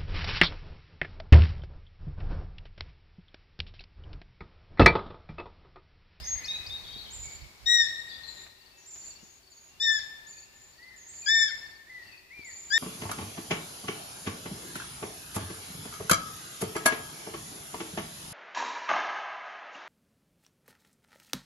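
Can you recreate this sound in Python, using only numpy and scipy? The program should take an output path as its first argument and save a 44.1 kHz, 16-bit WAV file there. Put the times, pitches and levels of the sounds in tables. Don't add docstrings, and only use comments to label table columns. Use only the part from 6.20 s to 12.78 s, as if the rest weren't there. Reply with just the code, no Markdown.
import sys
import numpy as np
from scipy import signal
from scipy.fft import rfft, irfft, next_fast_len
from scipy.io import wavfile
from scipy.ndimage import uniform_filter1d, map_coordinates

SR = 44100
rng = np.random.default_rng(int(sys.argv[2]) if len(sys.argv) > 2 else 0)


def put_to_file(sound):
    columns = np.atleast_2d(sound).T
    safe = np.clip(columns, -1, 1)
    whole_steps = np.round(safe * 32767)
    wavfile.write(sys.argv[1], SR, whole_steps.astype(np.int16))


N = 290178

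# t/s, f/Hz
CRY_PITCH = [
    [(1.458, 1856), (1.47, 1854), (1.495, 1889), (1.53, 1905), (1.58, 1871), (1.62, 1832), (1.645, 1771),
     (1.672, 1728)],
    [(3.598, 1724), (3.613, 1762), (3.63, 1828), (3.65, 1830), (3.677, 1786), (3.725, 1772), (3.765, 1740),
     (3.795, 1670)],
    [(5.058, 1680), (5.072, 1603), (5.088, 1734), (5.115, 1790), (5.155, 1802), (5.22, 1785), (5.258, 1753),
     (5.285, 1666), (5.312, 1400)],
    [(6.502, 1592), (6.516, 1597), (6.54, 1774), (6.56, 1815), (6.6, 1850)],
]
# t/s, 4 x level/dB
CRY_LEVELS = [
    [(1.465, -40.5, -21, -31, -44), (1.487, -26, -23.5, -34.5, -39.5), (1.551, -26.5, -21, -29.5, -34),
     (1.571, -23, -24, -30, -42.5), (1.619, -23.5, -23.5, -27.5, -42.5), (1.66, -42, -43, -40, -48)],
    [(3.61, -46, -27.5, -33.5, -45.5), (3.674, -25.5, -26.5, -31, -40.5), (3.7, -23.5, -25, -27.5, -49),
     (3.73, -26, -35.5, -40.5, -38.5), (3.772, -32, -35, -31, -45.5), (3.785, -34.5, -47, -40, -43)],
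    [(5.061, -37, -41, -24, -46), (5.072, -28.5, -40, -29, -39), (5.088, -24, -27.5, -29, -33),
     (5.126, -24, -26, -25.5, -43.5), (5.156, -19, -27.5, -31, -34.5), (5.234, -24.5, -29, -24.5, -36.5),
     (5.292, -40, -46, -43.5, -56), (5.3, -46.5, -68, -44, -73)],
    [(6.515, -32, -48, -28, -52), (6.527, -25.5, -38, -36, -34.5), (6.545, -23, -24.5, -27.5, -38.5),
     (6.575, -22.5, -28, -33, -37)],
]
CRY_PANS = [(3, 9.5, 6.5, 4.5), (7.5, 3, 15, 4), (5.5, 1, 15, 7), (6, 3, 14, 2)]
# long echo/dB, overtone boost/dB, closing hiss/dB
CRY_MANNER = [(-12, 6.5, -43), (-18, 3, -42.5), (-19.5, 0.5, -52), (-34, 0, -65)]
HARMONIC_LEADS = [-0.78, 1.2, -1.8, -1.4]
# harmonic number, level/dB against the fourth (before the boost)
OVERTONES = [(5, -22), (6, -29.5), (7, -41), (8, -40)]


def fawn(waver=0.0015, rasp=0.00083, fray=0.0055, shimmer_db=0.47, echo_pan_db=6.0):
    out = np.zeros((2, N))
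    for pitch, levels, pans, manner in zip(CRY_PITCH, CRY_LEVELS, CRY_PANS, CRY_MANNER):
        echo_db, boost_db, hiss_db = manner
        t = np.arange(pitch[0][0], pitch[-1][0], 1 / SR)
        hz = uniform_filter1d(curves(pitch, t)[0], size=500)
        hz *= 1 + waver * wobble(169, len(t)) + rasp * wobble(1400, len(t))
        swell = fade(t, rise=0.022, fall=0.0072) * amp(shimmer_db * wobble(123.6, len(t)))
        harmonic_dbs = curves(levels, t)
        direct, to_trees, edge = np.zeros((3, 2, N))
        for k, (db, pan_db, lead) in enumerate(zip(harmonic_dbs, pans, HARMONIC_LEADS), start=1):
            add(direct, t[0], swell * amp(db) * tone(k * hz, pan_db, lead))
            add(to_trees, t[0], swell * amp(db) * tone(k * hz, echo_pan_db, lead))
        for k, db in OVERTONES:
            frayed_hz = k * hz * (1 + fray * wobble(600, len(t)))
            loudness = amp(harmonic_dbs[-1] + boost_db + db) * fade(t, rise=0.017, fall=0.07)
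            add(edge, t[0], loudness * tone(frayed_hz, pan_db=-4, lead=1))
        hiss = noise([(1200, -25), (1900, 7.5), (2700, -13), (3700, 3),
                      (5000, -1), (7000, -26), (9500, -43)])[:, :int(0.04 * SR)]
        add(edge, t[-1] - 0.016, amp(hiss_db) * hiss * np.hanning(hiss.shape[1]))
        out += direct + tree_echo(to_trees, near_db=-8.5, far_db=echo_db, near_fade_s=0.57)
        out += amp(-4) * edge + tree_echo(edge, near_db=-2, far_db=echo_db, near_fade_s=0.22)
    return out


# t/s, length/s, centre f/Hz, first dip after/s, level/dB, pan/dB, extra arch/Hz
TRILLS = [(0.904, 0.27, 7090, 0.061, -44, -2, 229), (2.07, 0.19, 7100, .045, -54.5, 1.5, 83),
          (2.566, 0.12, 6800, 0.033, -59.5, 1, 98), (2.66, 0.275, 7070, 0.053, -46.5, -1.5, 176),
          (3.005, 0.19, 6730, 0.029, -58.5, 6, 100), (3.3, 0.24, 6740, 0.039, -58, -2, 242),
          (4.067, 0.19, 6844, 0.056, -49.5, -2.5, 130), (4.321, 0.23, 7025, 0.057, -58, 2, -62),
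          (4.761, 0.23, 6680, 0.031, -54, -2, 302), (4.867, 0.27, 7105, 0.059, -47.5, -1, 266),
          (6.245, 0.28, 7040, 0.06, -47, -1.5, 232)]


def trilling_birds(depth_hz=600, opening_arch_s=0.056, warbles_per_s=31, drift_cycles=0.042):
    out = np.zeros((2, N))
    for start, length, centre_hz, first_dip_s, db, pan_db, extra_hz in TRILLS:
        t = np.arange(int(length * SR)) / SR
        opening = t < first_dip_s
        rate = np.where(opening, 1 / opening_arch_s, warbles_per_s)
        cycles = (t - first_dip_s) * rate + drift_cycles * wobble(12.9, len(t))
        arches = np.abs(np.sin(np.pi * cycles))
        hz = centre_hz + depth_hz * (arches - 2 / np.pi)
        hz += extra_hz * opening * arches + 55 * wobble(701, len(t))
        loudness = amp(db + 2.9 * wobble(71.4, len(t))) * fade(t, rise=0.0036, fall=0.036)
        add(out, start, loudness * tone(hz, pan_db, lead=1.05))
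    return amp(-3) * out + tree_echo(out, near_db=-4, far_db=-13, near_fade_s=0.16)


# t/s, length/s, start f/Hz, middle f/Hz, end f/Hz, level/dB, pan/dB
CLEAR_NOTES = [(.04, 0.05, 6150, 6290, 6570, -44, -10), (.068, 0.093, 6480, 6507, 6467, -33.5, -0.5),
               (.242, 0.025, 4080, 4930, 6200, -38, 5), (.281, 0.044, 3610, 3780, 3800, -32.5, 1.5),
               (.335, 0.044, 3784, 3844, 4000, -35.5, 4), (.465, 0.012, 4530, 4700, 5600, -38, 5),
               (.497, 0.087, 3480, 3788, 3640, -38.5, 4), (.66, 0.2, 3734, 3798, 3870, -47.5, 3),
               (2.36, 0.11, 2754, 2750, 2940, -68.5, 13), (2.505, 0.15, 2680, 2652, 2700, -67, 12),
               (2.89, 0.15, 2736, 2740, 2940, -66, 12), (3.485, 0.15, 2780, 2768, 2910, -68.5, 12),
               (4.23, 0.15, 2710, 2754, 2850, -70, 6), (4.58, 0.16, 1820, 2040, 1990, -54, 2),
               (5.02, 0.075, 2490, 2387, 2180, -53, -1), (5.085, 0.2, 2282, 2215, 2264, -46, 6),
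               (5.308, 0.019, 2270, 2080, 1900, -43, -2), (5.669, 0.036, 1765, 1904, 2033, -54.5, -2),
               (5.69, 0.16, 2034, 1979, 1820, -47.5, 1.5), (6.105, 0.055, 1907, 2270, 2400, -49, 3),
               (6.155, 0.17, 2400, 2224, 1675, -48.5, 4.5)]
ECHOING_NOTES = [(0, 0.066, 4580, 5140, 4590, -42.5, 7), (0, 0.11, 3550, 3550, 3510, -55, 12),
                 (0, 0.27, 1810, 1776, 1758, -53, 9), (2.55, 0.45, 5800, 5880, 5770, -61, 10),
                 (2.98, 0.082, 5860, 5660, 5770, -63, 8), (.02, 0.23, 2135, 2025, 2337, -48, 5.5),
                 (.22, 0.23, 2516, 2508, 2555, -48, 11), (.57, 0.02, 4100, 4330, 4470, -48, 1),
                 (.635, 0.023, 3880, 3485, 3074, -42, 6), (.705, 0.048, 3125, 3395, 3890, -46, 2),
                 (.77, 0.037, 3715, 4280, 4300, -41.5, 31), (.845, 0.029, 3795, 3310, 3060, -45, 4),
                 (1.03, 0.11, 2336, 2195, 2358, -49.5, 7), (1.755, 0.023, 4350, 3870, 4500, -42.5, 16),
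                 (1.89, 0.018, 4250, 4600, 5000, -39.5, 27), (1.903, 0.0305, 4250, 3605, 3440, -38, 6),
                 (2.033, 0.029, 4450, 4060, 4070, -34.5, 20), (2.055, 0.031, 4230, 4380, 4580, -46.5, 12),
                 (2.155, 0.036, 4235, 3850, 3490, -43, 7), (4.12, 0.093, 2417, 2480, 2470, -60, 17),
                 (4.695, 0.084, 2016, 1810, 1800, -53.5, 5), (5.83, 0.12, 2770, 2700, 2585, -57, 5),
                 (5.92, 0.028, 2460, 2504, 2300, -50, -2)]


def whistles_and_echoes():
    direct = gliding_tones(CLEAR_NOTES, waver=0.0032, lead=-0.85)
    far = gliding_tones(ECHOING_NOTES, waver=0.015, lead=0)
    blurred = amp(-9) * far + tree_echo(far, near_db=-5.5, far_db=-4.5, near_fade_s=0.3)
    clear = amp(-0.5) * direct + tree_echo(direct, near_db=-4.5, far_db=-6, near_fade_s=0.28)
    return clear + blurred


def gliding_tones(notes, waver, lead):
    out = np.zeros((2, N))
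    for start, length, *pitches, db, pan_db in notes:
        t = np.arange(int(length * SR)) / SR
        glide = np.polyfit([0, 0.5, 1], pitches, 2)
        hz = np.polyval(glide, t / length) * (1 + waver * wobble(242.5, len(t)))
        loudness = amp(db) * fade(t, rise=length * 0.097, fall=length * 0.25)
        add(out, start, loudness * tone(hz, pan_db, lead))
    return out


# t/s, level/dB
TICK_PHRASES = [(0.631, -54.5), (1.063, -60), (2.363, -64), (2.81, -57.5), (3.227, -63), (3.642, -58),
                (4.081, -59.5), (4.531, -64), (4.929, -61), (5.411, -61), (5.824, -59.5), (6.212, -59.5)]


def ticking_bird(step_s=0.042, slowing_s=0.002, top_hz=4550, droop_hz=340, fade_db=9):
    out = np.zeros((2, N))
    t = np.arange(int(0.027 * SR)) / SR
    progress = t / t[-1]
    hz = top_hz - droop_hz * (1.6 * progress - 0.6) ** 2
    loudness = amp(-fade_db * progress ** 2) * fade(t, rise=0.007, fall=0.004)
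    pip = loudness * tone(hz, pan_db=13, lead=0.3)
    for start, db in TICK_PHRASES:
        for k, accent_db in enumerate([3.0, 6.1, 8.4, 7.9]):
            when = start + k * step_s + k * k * slowing_s + rng.normal(0, 0.0019)
            add(out, when, amp(db + accent_db + rng.normal(0, 1)) * pip)
    return amp(-1) * out + tree_echo(out, near_db=-10, far_db=-9, near_fade_s=0.2)


# t/s, level/dB
KNOCKS = [(0.763, -44), (3.03, -48), (6.192, -46)]
TWIG_TICKS = [(2.265, -49.5), (4.936, -50.5)]
# f/Hz, level/dB
KNOCK_SPECTRUM = [(40, -26), (100, 7.5), (190, 7), (380, 0), (650, -24), (3000, -51)]


def knocks_and_twigs(knock_fade_s=0.052, twig_fade_s=0.059):
    out = np.zeros((2, N))
    t = np.arange(SR // 8) / SR
    thud = noise(KNOCK_SPECTRUM)
    crack = noise([(300, -5), (2500, 8), (5000, -23), (12000, -25)])
    for start, db in KNOCKS:
        burst = thud[:, int(start * SR):][:, :len(t)]
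        add(out, start, amp(db + 1 - 60 * t / knock_fade_s) * burst)
    for start, db in TWIG_TICKS:
        burst = crack[:, int(start * SR):][:, :len(t)]
        add(out, start, amp(db - 60 * t / twig_fade_s) * burst)
    return out


# t/s, level/dB
PUFF_LEVELS = [(0.0, -44), (0.022, -42), (0.098, -56), (0.156, -42.5), (0.178, -54), (0.354, -70),
               (0.41, -55), (0.454, -65), (0.492, -43), (0.582, -67), (0.652, -51), (0.68, -72),
               (0.728, -55.5), (0.956, -57.5), (1.002, -46.5), (1.126, -57), (1.154, -50), (1.188, -64),
               (1.234, -40), (1.33, -85), (1.396, -67), (1.424, -53), (1.646, -66.5), (1.7, -64)]
# f/Hz, level/dB
PUFF_SPECTRUM = [(20, -30), (35, -14), (55, -3.5), (85, -8.5), (150, -17.5), (260, -56), (600, -72)]


def air_puffs():
    t = np.arange(N) / SR
    loudness = amp(curves(PUFF_LEVELS, t)[0]) * np.interp(t, [1.5, 2.1], [1, 0])
    return loudness * noise(PUFF_SPECTRUM) * amp([[-11], [4]])


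# t/s, level/dB
HUSH_LEVELS = [(0.0, -55.5), (0.02, -60.5), (0.36, -59), (0.58, -61), (1.14, -62), (1.36, -67),
               (1.64, -61.5), (1.78, -63.5), (2.22, -63.5), (2.36, -71), (2.75, -69), (2.76, -61),
               (2.78, -67.5), (2.87, -65.5), (3.25, -73), (3.58, -70), (3.75, -62.5), (3.89, -65.5),
               (4.3, -70), (4.91, -69.5), (4.95, -67), (5.05, -66.5), (5.09, -64), (5.42, -64),
               (5.64, -70.5), (5.87, -66), (6.07, -72.5), (6.16, -70), (6.2, -66.5), (6.22, -68),
               (6.48, -65.5), (6.53, -62)]
# f/Hz, level/dB
HUSH_SPECTRUM = [(15, -20), (30, -0.5), (70, 7.5), (130, 0), (250, -3.5), (450, -4.5), (900, -1.5),
                 (1400, -6), (2300, -2), (3200, -6), (4400, -1), (6000, -8.5), (9000, -16.5), (15000, -17)]
DRONE_SPECTRUM = [(300, -14), (365, -2.5), (390, 0), (460, -30.5)]


def background_hush(lift_db=10.5):
    t = np.arange(N) / SR
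    hush = amp(curves(HUSH_LEVELS, t)[0] + lift_db) * noise(HUSH_SPECTRUM) * amp([[0.8], [-0.8]])
    hiss = amp(-67.5) * rng.standard_normal((2, N))
    drone = amp(-72 + 0.61 * wobble(1.9, N)) * noise(DRONE_SPECTRUM)
    return hush + hiss + drone


# f/Hz, length/s
ECHO_FADE = [(1800, 1.7), (3700, 1.08), (5500, 0.5), (8000, 1.4)]


def tree_echo(sound, near_db, far_db, near_fade_s):
    hz, times, bands = signal.stft(rng.standard_normal((2, 3 * SR // 2)), SR, nperseg=256)
    bands *= amp(-60 * times / at_frequency(ECHO_FADE, hz)[:, None])
    far = signal.istft(bands, SR, nperseg=256)[1]
    t = np.arange(far.shape[1]) / SR
    near = rng.standard_normal(far.shape) * amp(-60 * t / near_fade_s)
    build_up = 1 - np.exp(-t / 0.0093)
    echo = amp(near_db) * unit(near * build_up) + amp(far_db) * unit(far * build_up)
    return signal.fftconvolve(sound, echo / np.sqrt(len(t)), axes=1)[:, :N]


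# f/Hz, likeness (0 unrelated, 1 the same)
EAR_LIKENESS = [(40, 0.47), (300, 0.61), (1000, 0), (3000, 0), (10000, 0)]


def noise(spectrum):
    def gains(hz):
        angle = np.arccos(at_frequency(EAR_LIKENESS, hz)) / 2
        return amp(at_frequency(spectrum, hz)) * [np.cos(angle), np.sin(angle)]
    shared, opposed = filtered(rng.standard_normal((2, N)), gains)
    return unit(np.array([shared + opposed, shared - opposed]))


def tone(hz, pan_db, lead):
    ears = np.array([[0.5], [-0.5]])
    phase = 2 * np.pi * np.cumsum(hz) / SR
    return unit(amp(pan_db * ears) * np.sin(phase + lead * ears))


def fade(t, rise, fall):
    fade_in = np.sin(np.pi / 2 * np.clip((t - t[0]) / rise, 0, 1))
    fade_out = np.sin(np.pi / 2 * np.clip((t[-1] - t) / fall, 0, 1))
    return fade_in * fade_out


def wobble(rate, size):
    values = rng.standard_normal(int(size * rate / SR) + 4)
    return map_coordinates(values, [np.arange(size) * rate / SR])


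def amp(db):
    return 10 ** (np.asarray(db) / 20)


def unit(sound):
    return sound / np.sqrt(np.mean(sound ** 2) + 1e-20)


def at_frequency(points, hz):
    freqs, values = np.transpose(points)
    return np.interp(np.log(hz + 1), np.log(freqs), values)


def curves(rows, t):
    times, *columns = np.transpose(rows)
    return [np.interp(t, times, column) for column in columns]


def filtered(sound, gains):
    size = next_fast_len(sound.shape[-1] + 8192)
    hz = np.fft.rfftfreq(size, 1 / SR)
    return irfft(rfft(sound, size) * gains(hz), size)[..., :sound.shape[-1]]


def add(track, start_s, sound):
    first = max(0, round(start_s * SR))
    part = track[:, first:first + sound.shape[-1]]
    part += sound[..., :part.shape[1]]


def scene():
    animals = fawn() + trilling_birds() + whistles_and_echoes() + ticking_bird()
    return animals + knocks_and_twigs() + background_hush() + air_puffs()


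def record(dry):
    return filtered(dry, lambda hz: hz < 15550)


dry = scene()
out = record(dry)
put_to_file(out)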